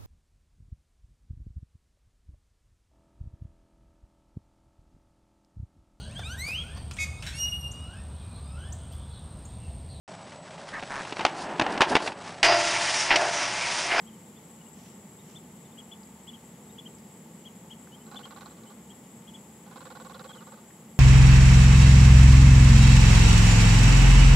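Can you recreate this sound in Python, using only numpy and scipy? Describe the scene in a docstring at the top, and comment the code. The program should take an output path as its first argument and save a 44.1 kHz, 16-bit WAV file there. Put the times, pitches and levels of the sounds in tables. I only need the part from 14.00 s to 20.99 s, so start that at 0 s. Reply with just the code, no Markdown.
"""Far engines rumble on a muddy shore, under a steady background hiss with a faint whirr near 900 Hz,
perhaps a lens motor. Insects trill in the trees, their tooth strikes exciting narrow resonances.
A small bird gives short arched chips and slurs, near-pure tones swept in frequency, among faint rustles
and ticks. Twice a dry rattle swells and dies away close by, in runs of about twenty short buzzes a
second: perhaps a lens motor stepping, each step a click and a buzz that set its housing rasping."""
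import sys
import numpy as np
from scipy import signal
from scipy.fft import rfft, irfft
from scipy.io import wavfile
from scipy.ndimage import uniform_filter1d

SR = 44100
rng = np.random.default_rng(int(sys.argv[2]) if len(sys.argv) > 2 else 0)


def wrap_up_sound(samples):
    """Save the sound to the file named by the first command line argument, as 16-bit audio."""
    columns = np.atleast_2d(samples).T
    # keep every value between -1 and 1, then stretch to whole-number steps
    tamed = np.clip(columns, -1, 1)
    steps = np.round(tamed * 32767).astype(np.int16)
    wavfile.write(sys.argv[1], SR, steps)


N = 308259
T = np.arange(N) / SR
HZ = np.fft.rfftfreq(N, 1 / SR)


def amp(db):
    """Amplitude ratio: tenfold for every 20 dB."""
    return 10 ** (np.asarray(db) / 20)


def unit(x):
    """Normalisation to rms 1."""
    return x / np.sqrt(np.mean(x ** 2) + 1e-20)


def spectrum(points):
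    """Interpolation over log frequency, at every bin."""
    hz, value = np.transpose(points)
    return np.interp(np.log(HZ + 1), np.log(hz), value)


def colour(x, gain):
    """Linear filtering: a gain for every bin."""
    return irfft(rfft(x) * gain, N)


def pan(db):
    """Interaural level difference: gains that put left db above right."""
    return amp(np.array([[.5], [-.5]]) * db)


def add(mix, start, sound):
    """Superposition of a sound from start [s] on."""
    part = mix[round(start * SR):][:len(sound)]
    part += sound[:len(part)]


def wander(hz):
    """Random modulation: noise of rms 1, low-passed near hz."""
    return unit(colour(rng.standard_normal(N), np.exp(-(HZ / hz) ** 2) * (HZ > 0)))


def noise(gain, correlation):
    """Partial coherence: two channels of coloured noise share a common part."""
    common, separate = rfft(rng.standard_normal((2, N)))
    correlation = np.clip(correlation, -1, 1)
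    right = correlation * common + np.sqrt(1 - correlation ** 2) * separate
    return unit(irfft(np.array([common, right]) * gain, N))


def ringing(modes, correlation):
    """Resonance under random excitation: the modes add in power."""
    power = sum(amp(db) ** 2 / width / (1 + ((HZ - hz) / width * 1.09) ** 2) ** 2
                for hz, width, db in modes)
    return noise(np.sqrt(power), correlation)


# Spectrum of the roar: (frequency [Hz], relative level [dB])
ROAR_SPECTRUM = [(22, -40), (42, -42), (68, -15.5), (98, -13.5), (138, -5.5), (178, -1.5), (222, 1.5),
                 (246, -4.5), (285, -11), (410, -12), (505, -13.5), (625, -26.5), (1300, -40), (4000, -90)]
# Slow swell of the roar: (time [s], gain [dB])
ROAR_SWELL = [(0, -1.5), (1.4, 1), (2.3, -1.4), (2.85, 1.5), (3.6, -0.2), (4.3, 1), (5.1, -0.5), (6.3, 0),
              (6.7, -3), (7, 2)]
# Engine tones: (frequency [Hz], rms level [dB])
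ENGINE_TONES = [(74.5, -75), (169, -65), (222, -68), (331, -73)]


def engines():
    """Line spectrum over a continuous one: wavering tones in the low roar of far engines."""
    swell = amp(np.interp(T, *np.transpose(ROAR_SWELL)))
    correlation = spectrum([(32, 0.66), (75, 0.99), (190, .9995), (610, 0.97)])
    roar = amp(-50.5) * swell * noise(amp(spectrum(ROAR_SPECTRUM)), correlation)
    tones = np.zeros(N)
    for hz, db in ENGINE_TONES:
        peak = np.sqrt(2) * amp(db + 2 * wander(hz=2.4))
        pitch = hz * (1 + 0.00956 * wander(hz=4.6))
        tones += peak * np.sin(2 * np.pi * np.cumsum(pitch) / SR)
    return roar + tones


# Spectrum of the background hiss and whirr: (frequency [Hz], relative level [dB])
BACKGROUND_SPECTRUM = [(30, -25), (310, -3.5), (660, -0.5), (800, 0.5), (885, 5.5), (975, -3), (1115, -2),
                       (1310, -6.5), (1660, -9.5), (2000, -5.5), (2620, -11), (3150, -9), (4100, -15.5),
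                       (6000, -14.5), (9000, -14.5), (15500, -16.5)]
# Its balance: (frequency [Hz], left minus right [dB])
BACKGROUND_BALANCE = [(400, -0.5), (850, -1), (1200, -1.5), (2000, 1), (4000, 0), (9000, 3.5),
                      (13000, -0.5)]
# Its likeness at the two ears: (frequency [Hz], correlation [-1 to 1])
BACKGROUND_CORRELATION = [(100, 0.94), (700, 0.88), (1200, 0.56), (2500, 0.41), (5500, 0.36), (9000, -0.49),
                          (15000, 0.03)]


def hiss_and_whirr():
    """Resonance peaks in broadband noise: steady hiss, a faint whirr near 900 Hz, perhaps a lens motor."""
    gain = amp(spectrum(BACKGROUND_SPECTRUM)) * pan(spectrum(BACKGROUND_BALANCE))
    return amp(-56.5) * noise(gain, spectrum(BACKGROUND_CORRELATION))


# Resonances of three lone insects and a chorus: (frequency [Hz], bandwidth [Hz], relative level [dB])
TRILLER_MODES = [(6705, 22, 0.5), (6835, 34, -.5), (7080, 58, 0)]
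NEAR_BUZZER_MODES = [(11560, 150, 0), (11070, 440, 1.5), (9600, 380, -10.5)]
FAINT_BUZZER_MODES = [(11240, 98, -0.49), (10800, 1100, -1.5)]
CHORUS_MODES = [(7615, 340, 8), (7230, 390, 0.5), (7010, 380, -8), (8360, 580, -3.5), (9640, 280, -6)]


def insects():
    """Stridulation: tooth strikes excite resonances, pulsed in three singers, blurred in the chorus."""
    singers = trill(TRILLER_MODES, rate_hz=41.0, sharpness=0.42, level_db=-68.5, pan_db=2)
    singers += trill(NEAR_BUZZER_MODES, rate_hz=130.3, sharpness=0.85, level_db=-72, pan_db=11.5)
    singers += trill(FAINT_BUZZER_MODES, rate_hz=160, sharpness=0.58, level_db=-70.5, pan_db=-0.5)
    chorus = ringing(CHORUS_MODES, correlation=0.4) * amp(wander(hz=14))
    return singers + amp(-62.5) * pan(5.2) * chorus


def trill(modes, rate_hz, sharpness, level_db, pan_db):
    """Amplitude modulation: an insect's resonances pulse without pause."""
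    cycles = np.cumsum(rate_hz * (1 + 0.0013 * wander(hz=1.6))) / SR
    pulses = np.exp(sharpness * np.cos(2 * np.pi * cycles))
    return amp(level_db) * pan(pan_db) * unit(ringing(modes, correlation=0.052) * pulses)


# Resonances of a cricket's wings: (frequency [Hz], bandwidth [Hz], relative level [dB])
WING_MODES = [(7460, 45, -5.5), (7650, 31, 1), (7735, 39, 1), (7630, 220, -2)]


def cricket(period_s=.2224):
    """Gated resonance: two wing strokes a chirp, each a quick run of pulses."""
    lags = [(T - centre + period_s / 2) % period_s - period_s / 2 for centre in (.013, .065)]
    strokes = sum(np.exp(-(lag / .017) ** 4) for lag in lags)
    pulse_hz = 200 + 35 * wander(hz=24.5)
    pulses = 1 + .5 * np.cos(2 * np.pi * np.cumsum(pulse_hz) / SR)
    song = ringing(WING_MODES, correlation=0.11)
    song /= np.sqrt(uniform_filter1d((song ** 2).mean(0), size=1000) + 1e-9)  # evens out the strokes
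    chirps = unit(song * strokes * pulses * amp(1.2 * wander(hz=2.8)))
    others = ringing(WING_MODES[:3], correlation=0.31)  # more of its kind blur together
    return pan(4.9) * (amp(-65) * chirps + amp(-68) * others)


# Arched chips: (time of the top [s], duration [s], top frequency [Hz], level [dB])
BIRD_CHIPS = [(0.082, .055, 3240, -55.5), (0.144, .043, 3140, -60.5), (.375, .04, 3540, -58.5),
              (0.616, 0.028, 2930, -58), (.674, .032, 2900, -60), (1.202, 0.047, 3780, -61),
              (1.369, .043, 3590, -47), (1.660, .034, 3640, -62), (1.729, .03, 3620, -61.5),
              (1.795, 0.045, 3320, -45.5), (1.928, .034, 3490, -43), (2.291, 0.046, 3410, -44),
              (2.348, .039, 3280, -46.5), (2.705, .04, 3780, -62), (2.794, 0.031, 3430, -42.5),
              (2.868, 0.031, 3190, -44.5), (3.468, .047, 3310, -45.5), (3.721, 0.042, 3285, -42.5),
              (4.017, 0.048, 3060, -60), (4.173, 0.038, 3540, -40), (4.249, 0.041, 3240, -45),
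              (4.914, .04, 3300, -51), (5.289, 0.044, 3360, -49), (5.354, 0.04, 3384, -47),
              (6.147, 0.041, 3530, -54)]
# Slurred notes: (start [s], duration [s], start frequency [Hz], end frequency [Hz], level [dB])
BIRD_SLURS = [(3.911, 0.051, 2870, 3270, -52), (4.657, .045, 2920, 3200, -58.5),
              (6.286, 0.036, 3350, 3170, -48), (6.329, 0.027, 3550, 2960, -51),
              (6.374, 0.034, 3180, 2740, -55)]
CHIP_FOOT_HZ, CHIP_MIN_SWEEP_HZ = 2746, 200  # a loud chip climbs from the foot and returns to it
CHIP_RISE_SHARE = .55  # of its duration


def bird():
    """Frequency modulation: chips arch up and down, loudest at the top; slurs glide one way."""
    song = np.zeros(N)
    for top_s, length, top_hz, db in BIRD_CHIPS:
        progress = np.linspace(0, 1, round(length * SR))
        from_top = np.interp(progress, [0, CHIP_RISE_SHARE, 1], [1, 0, 1])
        drop = np.sin(from_top ** 1.28 * np.pi / 2) ** 2
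        effort = min(1.5 + (db + 51) / 17, 1)  # the softest chips sweep less
        sweep_hz = max(effort * (top_hz - CHIP_FOOT_HZ), CHIP_MIN_SWEEP_HZ)
        envelope = amp(db) * (1 - from_top ** 2) ** 1.63
        add(song, top_s - CHIP_RISE_SHARE * length, whistle(top_hz - sweep_hz * drop, envelope))
    for start, length, from_hz, to_hz, db in BIRD_SLURS:
        progress = np.linspace(0, 1, round(length * SR))
        lowness = progress if to_hz < from_hz else 1 - progress
        envelope = amp(db) * abs(np.sin(np.pi * lowness ** 0.69))  # loudest toward the high end
        add(song, start, whistle(from_hz + (to_hz - from_hz) * progress, envelope))
    return pan(3) * song + amp(-10) * echoes(song, t60=0.13)


def whistle(hz, envelope):
    """Jitter and shimmer: a tone with a weak second harmonic quivers in pitch and strength."""
    jitter, shimmer = (unit(uniform_filter1d(rng.standard_normal(len(hz)), size=n)) for n in (130, 220))
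    phase = 2 * np.pi * np.cumsum(hz + 22 * jitter) / SR
    return envelope * amp(1.06 * shimmer) * (np.sin(phase) + amp(-25.5) * np.sin(2 * phase))


def echoes(x, t60):
    """Reverberation: scattered reflections, different for each ear, fall 60 dB in t60 [s]."""
    t = T[:SR // 2]
    taps = rng.standard_normal((2, len(t))) * (rng.random((2, len(t))) < .1) * amp(-60 * t / t60)
    return signal.fftconvolve(x[None], taps / np.linalg.norm(taps[0]), axes=1)[:, :N]


# Faint high rustles: (start [s], duration [s], level [dB])
RUSTLE_EVENTS = [(0.717, .13, -64), (0.758, .24, -61), (1.194, .23, -62.5)]
# Their spectrum: (frequency [Hz], relative level [dB])
RUSTLE_SPECTRUM = [(1500, -10), (3000, 0.5), (4500, -7), (5700, 2.5), (6800, -5), (12000, -16)]


def rustles():
    """Random amplitude modulation makes brief swells of hiss crackle."""
    swell = np.zeros(N)
    for start, length, db in RUSTLE_EVENTS:
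        add(swell, start, amp(db) * signal.windows.hann(round(length * SR)))
    return noise(amp(spectrum(RUSTLE_SPECTRUM)), correlation=0.42) * swell * amp(2 * wander(hz=120))


# Small ticks: (time [s], level [dB], frequency [Hz])
TICK_EVENTS = [(2.034, -55, 4700), (2.409, -62, 3500), (2.655, -61, 4200), (2.986, -57, 5000),
               (3.874, -49, 1430), (6.705, -49, 1750)]


def ticks():
    """Exponential decay: narrow-band noise that dies in milliseconds is heard as a tick."""
    mix = np.zeros(N)
    t = T[:SR // 40]
    for time, db, hz in TICK_EVENTS:
        band = signal.butter(1, [hz * 0.98, hz * 1.1], "band", fs=SR)
        ring = unit(signal.lfilter(*band, rng.standard_normal(len(t))))
        add(mix, time - .001, amp(db) * ring * np.exp(-t / 0.004))
    return mix


# Runs of rattle steps: (first [s], last [s], steps [count], click gain [dB], lowest partial gain [dB])
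STEP_RUNS = [(4.066, 4.114, 2, 0, -10), (4.145, 4.192, 2, 1, -10), (4.254, 4.362, 3, 1, -9.5),
             (4.409, 4.509, 3, 2.5, -9), (4.57, 4.701, 3, 0, -9), (5.664, 5.806, 4, -4, -7),
             (5.854, 6.097, 6, -6.5, -3), (6.145, 6.243, 3, 1, -2.5), (6.294, 6.407, 3, -9, -5.5),
             (6.469, 6.625, 4, -8, -2.5)]
# Swell and fall of the two rattles: (time [s], drive level [dB])
STEP_LEVEL = [(4.06, -56.5), (4.11, -48), (4.46, -47), (4.51, -55.5), (4.57, -59), (4.7, -53),
              (5.66, -53.5), (5.76, -46), (6.0, -44.5), (6.28, -46), (6.4, -48.5), (6.52, -49), (6.63, -60)]


def steps():
    """Periodic excitation: evenly spaced steps, no two quite alike in level."""
    for first, last, count, click_gain_db, bass_gain_db in STEP_RUNS:
        for start in np.linspace(first, last, round(count)):
            drive_db = np.interp(start, *np.transpose(STEP_LEVEL)) + .6 * rng.standard_normal()
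            click_db = drive_db + click_gain_db + 0.3 * rng.standard_normal()
            yield start, drive_db, click_db, drive_db + bass_gain_db


# Partials of the buzz:
# (frequency [Hz], relative level [dB], rms waver [Hz], share of drift [ratio], change over a step [dB])
BUZZ_PARTIALS = [(508, 4.5, 9.6, .1, 2.5), (834, 0, 25, .5, -10.5), (1075, -0.5, 33.5, 0.94, -3),
                 (1448, -5, 30, 0.003, 0.5)]
# Slow drift of pitch: (time [s], relative rise [ratio])
BUZZ_DRIFT = [(4.1, 0.032), (4.7, 0.067), (5.7, -0.047), (5.9, -0.0059), (6.24, .01), (6.32, .11),
              (6.7, 0.12)]


def buzz(drive, bass, glide, step_progress):
    """Inharmonic partials glide together; the lowest has an envelope of its own."""
    drift = np.interp(T, *np.transpose(BUZZ_DRIFT))
    partials = []
    for hz, db, waver_hz, share, change_db in BUZZ_PARTIALS:
        pitch = hz * (1 + glide + share * drift) + waver_hz * wander(hz=109)
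        strength = amp(db + change_db * step_progress + 1.7 * wander(hz=40))
        partials.append(strength * np.sin(2 * np.pi * np.cumsum(pitch) / SR))
    return bass * partials[0] + drive * sum(partials[1:])


# Response of the rattling housing: (frequency [Hz], relative level [dB])
HOUSING_RESPONSE = [(150, -35), (520, -10), (650, -7), (820, 7.5), (960, -18), (1130, 4.5), (1300, -7),
                    (1500, -4), (1800, -9), (2900, -13.5), (4000, -7), (4750, -13.5), (5900, -18),
                    (10000, -27)]
# Balance of the rattle: (frequency [Hz], left minus right [dB])
RATTLE_BALANCE = [(380, -2), (700, -5), (1290, -11), (2400, -5), (4400, 0)]
STEP_S, CHATTER_S, CHATTER_COUNT = .031, 0.07, 5


def rattle():
    """Impact and forced vibration: each step clicks, then buzzes and rasps in the housing."""
    drive, bass, clicks, glide, step_progress = np.zeros((5, N))
    t = T[:round(STEP_S * SR)]
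    progress = t / STEP_S
    gate = np.clip(5 * (1 - progress), 0, 1)  # starts at once, stops quickly
    climb = np.sin(2.1 * progress) - .72  # the pitch climbs and sags
    for start, drive_db, click_db, bass_db in steps():
        reach, knock_s = rng.uniform(0.072, 0.15), rng.uniform(.003, 0.017)
        add(step_progress, start, progress)
        add(drive, start, amp(drive_db) * gate)
        add(bass, start, amp(bass_db) * np.sin(np.pi * progress))
        add(glide, start, reach * climb)
        add(clicks, start, amp(click_db) * np.exp(-t / 0.0025))
        add(clicks, start + knock_s, amp(click_db) * np.exp(-t / 0.0012) / 2)  # the parts knock again
        for wait, size in rng.random((CHATTER_COUNT, 2)):  # loose parts chatter on
            add(clicks, start + wait * CHATTER_S, size * amp(click_db - 4) * np.exp(-t / 0.0013))
    tone = amp(-5) * buzz(drive, bass, glide, step_progress)
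    correlation = spectrum([(600, 0.92), (1400, 1.0), (5000, 0.23)])
    grit = noise(amp(spectrum(HOUSING_RESPONSE)), correlation)
    rasp = grit * (amp(-9.5) * drive * amp(2 * wander(hz=400)) + amp(-5.5) * clicks)
    ping = amp(-4) * clicks * ringing([(4000, 400, 0)], correlation=0.84)  # a small hard part rings
    return colour(tone + rasp + ping, pan(spectrum(RATTLE_BALANCE)))


def scene():
    """Superposition: the pressures of all sources add."""
    return engines() + hiss_and_whirr() + insects() + cricket() + bird() + rustles() + ticks() + rattle()


def record(dry):
    """Band limiting: a linear-phase low-pass removes the highest treble."""
    lowpass = signal.firwin(511, cutoff=15750, window=("kaiser", 9), fs=SR)
    return signal.oaconvolve(dry, lowpass[None], "same")


dry = scene()
out = record(dry)
wrap_up_sound(out)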